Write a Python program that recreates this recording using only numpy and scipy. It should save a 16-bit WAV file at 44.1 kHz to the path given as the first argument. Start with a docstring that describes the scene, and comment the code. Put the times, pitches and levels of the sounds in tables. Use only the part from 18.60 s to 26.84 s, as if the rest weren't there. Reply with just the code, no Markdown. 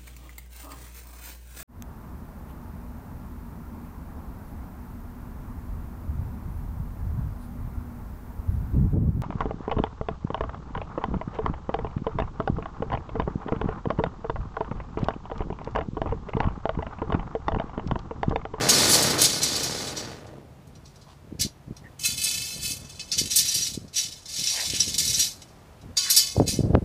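"""An open concrete yard, one small microphone beside a rebar straightening and cutting machine.
Ribbed wire rattles in the rollers; after the cut the spinning head coasts to rest. The cut rod lands
and rolls, then a worker rakes the rods together and drops the bundle: every blow and every catch of
a rib rings the steel's bending modes. Shoes scuff on grit and gusts buffet the microphone.
Behind it all lie a low hum and the wash of distant works."""
import sys
import numpy as np
from scipy import signal
from scipy.fft import rfft, irfft
from scipy.io import wavfile
from scipy.ndimage import uniform_filter1d, map_coordinates

SR = 44100
rng = np.random.default_rng(int(sys.argv[2]) if len(sys.argv) > 2 else 0)


def waveform_to_disk(signal):
    """Save audio, clipped to [-1, 1], as 16-bit WAV at the path in sys.argv[1]."""
    frames = np.transpose(np.atleast_2d(signal))
    scaled = np.clip(frames, -1, 1) * 32767
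    samples = np.round(scaled).astype(np.int16)
    wavfile.write(sys.argv[1], SR, samples)


N = 363384
TIME = np.arange(N) / SR
GRAZE_LEAD_S = .01  # a rod grazes this long before its main blow
FED, ROLLED, RAKED, DROPPED = range(4)  # how the steel lies
# moments from which the steel lies rolled, raked and dropped: t/s
POSITIONS_S = [3.3, 4.45, 7.3]


def amp(db):
    """Decibels to amplitude."""
    return 10 ** (np.asarray(db) / 20)


def unit(x):
    """Scale to rms 1."""
    return x / np.sqrt(np.mean(x ** 2) + 1e-20)


def curve(points):
    """Join (t/s, value) points by straight lines."""
    return np.interp(TIME, *np.transpose(points))


def add(track, s, sound):
    """Mix a sound in at time s."""
    start = max(int(s * SR), 0)
    track[start:start + len(sound)] += sound[:max(N - start, 0)]


def colour(x, points):
    """Shape a sound by (f/Hz, level/dB) points, falling off beyond both ends."""
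    hz, db = np.transpose(points)
    f = np.maximum(np.fft.rfftfreq(len(x), 1 / SR), 1)
    skirts = np.minimum(f / hz[0], 1) ** 2 * np.minimum(hz[-1] / f, 1) ** 4
    return irfft(rfft(x) * skirts * amp(np.interp(np.log(f), np.log(hz), db)), len(x))


def resonate(x, hz, width):
    """One resonance, gain 1 at its centre."""
    return signal.lfilter(*signal.iirpeak(hz, max(hz / width, .5), fs=SR), x)


def split(x, hz, order=4):
    """The parts below and above a frequency."""
    return [signal.sosfilt(signal.butter(order, hz, side, fs=SR, output="sos"), x)
            for side in ("low", "high")]


def walk(rate):
    """Smooth random drift with a spread near 1 and `rate` new values a second."""
    step = int(SR / rate)
    return 1.2 * uniform_filter1d(np.repeat(rng.standard_normal(N // step + 1), step), step)[:N]


def contacts(size, rate, spread_db):
    """Tiny random impacts, `rate` a second; a wide spread makes a few much harder than the rest."""
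    chance, force, hardness = rng.random(size), rng.standard_normal(size), rng.standard_normal(size)
    return (chance < rate / SR) * force * amp(spread_db * np.clip(hardness, -2, 2))


def steady(x, size=2000):
    """Hold the short-term rms at 1 and keep the fine grain."""
    return x / np.sqrt(np.abs(uniform_filter1d(x ** 2, size)) + 1e-12)


def swell(start, length, attack_s, release_db_per_s):
    """Attack, hold and release of one movement."""
    age = TIME - start
    return np.clip(age / attack_s, 0, 1) * amp(-release_db_per_s * np.maximum(age - length, 0))


def yard():
    """Distant works reach the microphone as a faint wavering wash."""
    # spectrum of the works: f/Hz, relative level/dB
    spectrum = [(18, -28), (30, -3.5), (75, 2.5), (307, -10), (518, -11.5), (656, -11), (874, -14),
                (1050, -15), (1910, -22.5), (6370, -31.5), (12900, -37), (15500, -38.5)]
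    # their slow rise and fall: t/s, relative level/dB
    levels = [(0, -56.5), (2.6, -56), (4, -52), (5.3, -57), (6.6, -52.5), (8.24, -53.5)]
    wash = colour(rng.standard_normal(N), spectrum)
    above_rumble = split(wash, 300)[1]
    return wash / np.std(above_rumble) * amp(curve(levels) - 2.0 + 0.44 * walk(9))


def hum(hz=140, width=32):
    """A narrow band of noise hums low under everything."""
    # course of the hum: t/s, level/dB
    levels = [(0, -40), (1.5, -54), (2.6, -57), (4.2, -52), (5.2, -61), (8.24, -63)]
    band = resonate(resonate(rng.standard_normal(N), hz, width), hz, width)
    return amp(curve(levels)) * steady(band, size=8000)


def wind(breeze_db=-59.5, flutter_db=1.5):
    """Turbulence right on the microphone: stronger gusts are brighter, and single eddies thump."""
    # gusts: start t/s, length/s, relative level/dB
    gusts = [(1.922, 0.34, -49.5), (2.623, 0.074, -42), (2.695, 0.053, -35), (2.778, 0.097, -38),
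             (3.046, 0.072, -37.5), (3.2, .1, -46.5), (3.386, 0.47, -46), (3.934, 0.31, -41.5),
             (4.523, .15, -37.5), (4.717, .16, -44.5), (4.935, .33, -42), (5.41, 0.092, -49),
             (5.77, 0.066, -42.5), (6.059, 0.552, -39.5), (7.219, 0.1, -42), (7.748, 0.084, -19.5),
             (7.85, 0.21, -28.5), (7.973, .2, -22.5), (8.12, 0.051, -18), (8.19, .05, -29)]
    # spectrum of the turbulence: f/Hz, relative level/dB
    spectrum = [(15, -50.5), (25, -11.5), (76, 4), (281, -3), (346, -7.5), (516, -6), (604, -8.5),
                (949, -24.5), (1230, -33.5), (1600, -35), (2080, -57), (3520, -120)]
    # eddies hitting the microphone: t/s, peak level/dB, half width/s
    eddies = [(2.727, -25.5, 0.00079), (2.811, -27, 0.0021), (2.851, -21.5, 0.0011), (2.866, -26, 0.00091),
              (3.11, -25, 0.001), (4.616, -22.5, 0.00073), (5.177, -20.5, 0.00083), (6.137, -25.5, 0.00066),
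              (6.498, -28, 0.0019), (7.767, -14.5, 0.00041), (7.800, -4.5, 0.00039), (7.807, -7, 0.0006),
              (7.992, -10, 0.0007), (8.140, -15, 0.0018), (8.150, -23, 0.000082), (8.1525, -0.5, 0.00036)]
    swells = [amp(db) * swell(s, length, attack_s=0.015, release_db_per_s=499)
              for s, length, db in gusts]
    gust_db = 20 * np.log10(np.maximum(np.max(swells, axis=0), amp(breeze_db)))
    low, high = split(colour(rng.standard_normal(N), spectrum), 288, order=2)
    brightness = amp(np.minimum(0.75 * (gust_db + 10), 3))
    air = (low - brightness * high) * amp(6.9 * walk(70))
    out = steady(air) * amp(gust_db - 1.5 + flutter_db * walk(16))  # uneven puffs
    for s, db, half_width in eddies:
        passage = np.arange(-500, 500) / SR / half_width
        push_pull = -passage * np.exp((1 - passage ** 2) / 2)
        add(out, s - 500 / SR, amp(db) * push_pull)
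    return split(out, 38, order=2)[1]  # slow pressure swings leak past the diaphragm


def shoes():
    """Grit crunches between sole and concrete in short swells."""
    # scuffs: t/s, half length/s, centre f/Hz, width/Hz, level/dB
    scuffs = [(2.503, 0.028, 915, 600, -54), (2.506, 0.02, 3180, 3000, -56.5),
              (3.262, 0.013, 1850, 250, -48), (5.994, 0.046, 810, 737, -42.5),
              (5.995, 0.027, 1830, 1300, -37), (6.151, .02, 3070, 2400, -32),
              (7.484, 0.028, 1760, 900, -38)]
    grit = contacts(N, rate=1800, spread_db=-3)
    out = np.zeros(N)
    for s, length, hz, width, db in scuffs:
        pressure = np.exp(-.5 * ((TIME - s) / length) ** 2)
        out += amp(db) * pressure * unit(resonate(resonate(grit, hz, width), hz, width))
    return out


def machine(spin_hz=87.3, cut_s=0.7, coast_s=1.9, loaded_db=-29, idle_s=1.6):
    """The spinning head beats the wire on its rollers; the knocks shake the frame and fade as it slows."""
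    # the machine drops its load at the cut, then coasts to rest: t/s, relative level/dB
    run_down = [(0, -27.5), (.33, -26.5), (.62, -29), (.69, -35.5), (1.08, -35.5), (1.5, -40), (1.6, -46),
                (1.78, -44), (1.92, -57), (2.45, -75)]
    # resonances of the frame: f/Hz, width/Hz, relative level/dB
    frame_modes = [(141, 25, -0.5), (230, 63, 0.5), (312, 23, 4), (477, 72, -0.5), (598, 45, 2.5),
                   (695, 30, -2.5), (783, 45, -4.5), (1183, 50, -12), (1458, 33, -6.5), (1747, 280, -13.5)]
    # broad spectrum of the rumble: f/Hz, relative level/dB
    spectrum = [(18, -49), (30, -5.5), (135, 6.5), (177, 4.5), (472, 5), (510, 3), (764, -16), (944, -17.5),
                (1190, -11.5), (2780, -33), (3000, -17), (3900, -35.5), (6600, -120)]
    speed = spin_hz * np.exp(-np.maximum(TIME - cut_s, 0) / coast_s)
    turns = np.cumsum(speed * (1 + 0.011 * walk(31))) / SR
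    knocks = contacts(N, rate=1600, spread_db=0) * (1 + 0.06 * np.cos(2 * np.pi * turns))
    frame = sum(amp(db) * resonate(knocks, hz, width) for hz, width, db in frame_modes)
    low, high = split(unit(colour(knocks, spectrum)) + amp(-3) * unit(frame), 1000)
    bass, rumble = split(low, 100)
    rumble_db = curve(run_down)
    fall_db = loaded_db - rumble_db
    idle_db = 59 * np.maximum(TIME - idle_s, 0)  # the rollers fall silent as the wire stops
    rollers = amp(-2.5 - .2 * fall_db - idle_db) * steady(high)
    shake = amp(-15 + .55 * fall_db) * steady(bass, size=6000)  # bass fades more slowly than the rumble
    running = np.clip((run_down[-1][0] - TIME) / .06, 0, 1)
    return running * amp(rumble_db - 1.5) * (shake + steady(rumble) + rollers)


def ring(hz, gain, t60, size=32768):
    """Impulse response of decaying modes; t60 holds at 5 kHz and higher modes die sooner."""
    t = np.arange(size, dtype=np.float32) / SR
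    out = np.zeros(size)
    for f, g in zip(hz, gain):
        fade = float(np.log(1000) / t60 * (f / 5000) ** 0.22)
        phase = float(2 * np.pi * rng.random())
        out += g * np.exp(-fade * t) * np.sin(float(2 * np.pi * f) * t + phase)
    return out


def heap(t60, clack_db, length_spread, clack_s=0.021, count=6):
    """One response for each rod, damped by what it lies on: paired bending modes and a dry clack."""
    # spectrum the steel radiates: f/Hz, relative level/dB
    spectrum = [(590, -60.5), (1000, -34), (1990, -14), (2160, -11), (2390, -10.5), (2590, -12),
                (2840, -9.5), (4010, -1), (5920, -4.5), (13500, -19.5), (15500, -24.5)]
    order = np.arange(6, 30) + .5
    bending_hz = 19.7 * order ** 2 / np.sqrt(1 + .000225 * order ** 2)
    bodies = []
    for stretch in 1 + length_spread * np.linspace(-1, 1, count):
        # the ribs split each mode in two; the point of contact weights them
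        hz = np.repeat(bending_hz * stretch, 2) * (1 + .003 * rng.standard_normal(2 * len(order)))
        weights = np.sqrt(hz) * np.sin(np.pi * rng.random(len(hz)))
        modes = ring(hz, weights, t60, size=16384)
        noise = split(rng.standard_normal(len(modes)), 8500, order=2)[0]
        clack = noise * np.exp(-np.arange(len(modes)) / SR / clack_s)
        body = np.pad(unit(modes) + amp(clack_db) * unit(clack), (32, 16352))
        bodies.append(unit(colour(body, spectrum)))
    return np.array(bodies)


def free_ring(modes, t60):
    """Rods touching at a few points only ring on in clear lines."""
    hz, db = np.transpose(modes)
    return unit(ring(hz, amp(db), t60))


def effort(position, attack_s=.02):
    """Body and treble envelopes of the strokes in one position; a faint ring outlasts each stroke."""
    # steel sliding through the rollers or over concrete:
    # start t/s, length/s, relative level/dB, slope/(dB/s), treble re level/dB
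    strokes = [(0, 0.1, -31.5, 4, -12.5), (0.111, .41, -21.5, -16, -7.5), (0.574, .21, -23.5, -36.5, -9.5),
               (0.805, 0.5, -27, -23.5, -12), (1.348, .23, -35.5, -85, -25), (2.228, 0.31, -68, -2, -10),
               (3.401, 0.085, -38, 2, -3), (3.428, .1, -22.5, -100, -5.5), (3.559, 0.084, -32, 5, -2.5),
               (3.63, 0.49, -26, -35.5, -6), (4.02, 0.095, -30, -24, -2), (4.194, 0.38, -49, 2, -12),
               (4.565, 0.096, -28, -80, -8), (4.691, .38, -28.5, -6, -8.5), (5.327, .03, -37.5, 0, -12),
               (5.352, 0.33, -23, -115, -12), (5.677, .1, -37.5, 6, -9), (5.751, .6, -29.5, -4.5, -10),
               (6.383, .27, -28.5, -6.5, -6), (6.85, .1, -62, -50, -14), (7.368, 0.12, -27, -14, -14),
               (7.497, 0.085, -26, 36, -8), (7.6, 0.4, -22, -120, -11), (7.859, .1, -30, -73, -10)]
    body, treble = np.zeros(N), np.zeros(N)
    for start, length, db, db_per_s, treble_db in strokes:
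        if np.searchsorted(POSITIONS_S, start) == position:
            pressure = amp(db + db_per_s * np.clip(TIME - start, 0, length))
            moving = swell(start, length, attack_s, release_db_per_s=208.5)
            ringing = amp(-16) * swell(start, length, attack_s, release_db_per_s=81.5)
            stroke = pressure * np.maximum(moving, ringing)
            body, treble = np.maximum(body, stroke), np.maximum(treble, amp(treble_db) * stroke)
    return body, treble


def slide(position, bodies, free, gain_db, rate, spread_db, handover_db, waver=.003):
    """Ribs catch and slip, each catch ringing the steel; the load shifts from rod to rod."""
    catches = [contacts(N, rate, spread_db) * amp(handover_db * walk(22)) for _ in bodies]
    sound = sum(signal.oaconvolve(force, body + free)[:N] for force, body in zip(catches, bodies))
    # the points of support move along the rods and bend their pitch a little
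    warped_samples = np.arange(N) + np.cumsum(waver * walk(7.6))
    sound = map_coordinates(sound, [warped_samples], order=3, mode="mirror")
    low, high = (steady(part, size=3000) for part in split(sound, 8000))
    body, treble = effort(position)
    return amp(gain_db) * (body * low + treble * high)


def clank(db, treble_db, bright_hz, chatter_s, body, graze_s=0.0019, size=6000):
    """A rod slaps down along its length: a graze, the main blow, then a fading chatter of contacts."""
    t = np.arange(size) / SR - GRAZE_LEAD_S
    envelope = np.exp(-np.abs(t) / np.where(t < 0, graze_s, chatter_s))
    blows = contacts(size, rate=3500, spread_db=4.0) * envelope
    blows[int(GRAZE_LEAD_S * SR)] += 2.0  # the main blow
    # a rod that cannot bounce is pressed against the others, so its ring dies quickly too
    held = np.exp(-np.arange(len(body)) / SR / (7.8 * chatter_s))
    sound = signal.fftconvolve(blows, body * held)
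    low, high = split(sound + 0.38 * resonate(sound, bright_hz, width=1300), 8000)
    low_peak, high_peak = (np.sqrt(uniform_filter1d(part ** 2, size=200).max()) for part in (low, high))
    return amp(db) * (low / low_peak + amp(treble_db) * high / high_peak)


def singing_rod(drop_s=7.37):
    """When the bundle lands, one rod lies free and sings on."""
    # its modes: f/Hz, level/dB, t60/s
    modes = [(1104, -46.5, 1.65), (1456, -46, .9), (2160, -49, 1.5), (4570, -46.5, .9), (9636, -60, 4)]
    t = np.arange(SR) / SR
    out = np.zeros(N)
    for hz, db, t60 in modes:
        add(out, drop_s, amp(db) * np.exp(-np.log(1000) * t / t60) * np.sin(2 * np.pi * hz * t))
    return out


def rods(clank_gain_db=-9.5, clank_hz=5720, spread_octaves=0.11):
    """In the foreground the steel is fed, rolls, is raked and dropped; sliding and blows ring it."""
    # clearest modes of the wire in the rollers: f/Hz, relative level/dB
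    wire_modes = [(3585, -39.5), (4064, -49.5), (4630, -55.5), (5195, -40.5), (5814, -32.5), (6503, -51),
                  (6616, -48.5), (7106, -55.5), (7892, -57.5), (8059, -55), (8624, -57.5), (8823, -48),
                  (9270, -49.5), (9329, -52.5), (9426, -49), (9620, -43.5), (10239, -54.5), (11068, -38.5),
                  (11924, -44), (12828, -52), (13081, -49.5), (13744, -47.5)]
    # of the rod rolling on concrete: f/Hz, relative level/dB
    rod_modes = [(1427, -55.5), (1760, -53.5), (2164, -47.5), (2589, -36.5), (3047, -39.5), (3461, -40),
                 (4016, -67), (4107, -43.5), (4549, -60), (5286, -62), (5879, -71), (6438, -41),
                 (6557, -52), (7133, -57), (7257, -53), (7978, -44), (8603, -54), (8764, -49), (9345, -57),
                 (9566, -47), (10379, -50), (10933, -52), (11246, -51), (11876, -55.5), (12107, -49),
                 (12758, -53), (13022, -52), (13625, -57), (13954, -69), (14594, -76), (14917, -64)]
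    # of the raked rods: f/Hz, relative level/dB
    raked_modes = [(2686, -56.5), (3558, -54), (3903, -44.5), (4479, -83), (4608, -49.5), (5270, -44),
                   (5787, -37.5), (6094, -44.5), (6476, -60), (7058, -60), (7375, -50.5), (7913, -49.5),
                   (8689, -58), (9238, -57), (9469, -72.5), (10061, -50.5), (10890, -54), (11133, -69),
                   (11730, -50.5), (11978, -65), (12586, -64.5), (12909, -69), (13507, -60), (13733, -55.5)]
    # of the dropped bundle: f/Hz, relative level/dB
    bundle_modes = [(1771, -47.5), (2169, -58.5), (2665, -50.5), (3074, -42), (3644, -40), (4107, -43),
                    (4570, -35), (4689, -23.5), (5179, -34), (5308, -35), (5766, -43), (5884, -33),
                    (6465, -42), (6724, -33), (7267, -40.5), (8000, -43), (8753, -38), (8969, -45),
                    (9437, -46), (9539, -50), (10266, -42.5), (11203, -39), (12188, -56), (12365, -53),
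                    (13114, -40.5), (13711, -59.5), (14013, -55), (14632, -47)]
    # steel striking steel or concrete:
    # t/s, relative level/dB, treble re level/dB, chatter decay/s, relative free ring/dB
    blows = [(.0884, -7, -2.5, 0.014, -8), (.289, -20, 9.5, 0.05, 1), (.3326, -8.5, -4, 0.019, -6),
             (.4234, -21.5, 5.5, 0.011, -6), (.6145, -12.5, 7, .008, -6), (.6348, -14, 4, .018, -3),
             (.6445, -7.5, -16, 0.0051, 0), (.8295, -12, -3.5, .009, -10), (.9504, -19, -8, .022, -6),
             (1.0296, -20.5, -2.5, .012, 1), (1.2036, -27, -22, 0.0092, -2), (1.2708, -24, -13, 0.0069, -4),
             (1.3678, -23.5, -10, 0.029, -9), (1.6641, -44, -24, 0.0097, -4), (2.0707, -58, 5, 0.0088, -1),
             (2.152, -44.5, -22, .006, -4.5), (2.2563, -40.5, -22, 0.0046, -8), (2.276, -47, -14, .006, -6),
             (2.357, -45, -12, 0.0052, -3), (2.4126, -45.5, -25, 0.0083, -5),
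             (2.796, -19, -9.5, 0.016, -10), (2.81, -15.5, -0.5, 0.0068, -8),
             (2.8213, -18.5, -13, 0.017, -18), (3.1658, -37.5, -10, 0.0087, -6.5),
             (3.3938, -30.5, -0.5, 0.013, -3), (3.453, -20.5, 4, 0.011, -3), (3.6374, -19, 4.5, 0.01, -13),
             (4.2915, -37.5, -4, .014, -4), (4.3946, -23.5, -28, 0.0053, -9),
             (4.412, -26.5, -25, 0.0027, -12), (4.5168, -13, -21, .016, -12), (4.582, -10, -11.5, .01, -3),
             (4.712, -17, -12, 0.024, 8), (4.7599, -18.5, 12, 0.012, -9), (4.7828, -10.5, -3, 0.015, -9),
             (4.8803, -14, -11, 0.0092, 10), (4.9425, -15.5, -1.5, 0.023, -7), (5.019, -17, -22, 0.013, 1),
             (5.1344, -26.5, -8, 0.01, -16), (5.278, -42.5, -20, .007, -10), (5.3617, -13, -14, 0.043, 9),
             (5.654, -30, -14, 0.0099, -27), (5.8712, -10.5, -29, 0.012, 5),
             (5.9095, -15.5, -25, 0.005, -4), (6.2039, -5, -21, 0.0036, 11), (6.2179, -11.5, -28, .004, -4),
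             (6.3797, -12, -4, 0.01, -23), (6.4767, -14, -8, 0.011, 7), (6.5407, -10.5, -24, 0.0037, 12),
             (6.592, -10, -7, 0.036, -5), (6.8186, -34, -14, 0.0034, -19), (7.2145, -46, -13.5, 0.0049, -6),
             (7.369, -8, -15.5, 0.013, -0.5), (7.4998, -12, 2.5, 0.016, -10), (7.5641, -8.5, 3, 0.012, -1),
             (7.5853, -8, -22, 0.016, 1), (7.878, -16.5, -4.5, 0.027, -9)]
    wire, rod = free_ring(wire_modes, t60=0.36), free_ring(rod_modes, t60=0.075)
    raked, bundle = free_ring(raked_modes, t60=0.11), free_ring(bundle_modes, t60=0.28)
    gripped = heap(t60=.1, clack_db=-4, length_spread=.018)
    loose = heap(t60=.18, clack_db=-13, length_spread=.012)
    crowded = heap(t60=.13, clack_db=-7, length_spread=.025)
    out = slide(FED, gripped, amp(-12) * wire, gain_db=0.5, rate=300, spread_db=2, handover_db=0)
    out += slide(ROLLED, loose, amp(-5) * rod, gain_db=-1, rate=120, spread_db=1.5, handover_db=1)
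    out += slide(RAKED, crowded, amp(-8) * raked, gain_db=0.5, rate=130, spread_db=1, handover_db=2.5)
    out += slide(DROPPED, loose, amp(-10.5) * bundle,
                 gain_db=-1.5, rate=290, spread_db=4, handover_db=-1.5)
    responses = {FED: (gripped, amp(-8.5) * wire), ROLLED: (loose, amp(1.5) * rod),
                 RAKED: (crowded, amp(3.5) * raked), DROPPED: (crowded, amp(3) * bundle)}
    for s, db, treble_db, chatter_s, ring_db in blows:
        bodies, free = responses[np.searchsorted(POSITIONS_S, s)]
        # each blow meets the rods differently; its brightest region shifts with the point of contact
        struck = unit(rng.standard_normal(len(bodies)) @ bodies) + amp(ring_db) * free
        bright_hz = clank_hz * 2 ** (spread_octaves * rng.uniform(-2, 2))
        add(out, s - GRAZE_LEAD_S, clank(db + clank_gain_db, treble_db, bright_hz, chatter_s, struck))
    return out


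def scene():
    """Everything in the yard as it meets the one microphone."""
    return (machine() + rods() + singing_rod() + shoes() + wind() + hum() + yard())[None]


def record(dry, ceiling=0.66, top_hz=15350):
    """The small microphone loses deep bass and overloads in the hardest gust; the recorder cuts the top."""
    thin = split(dry, 26, order=2)[1]
    rounded = thin / (1 + (thin / ceiling) ** 6) ** (1 / 6)
    return signal.sosfilt(signal.ellip(10, .2, 80, top_hz, fs=SR, output="sos"), rounded)


dry = scene()
out = record(dry)
waveform_to_disk(out)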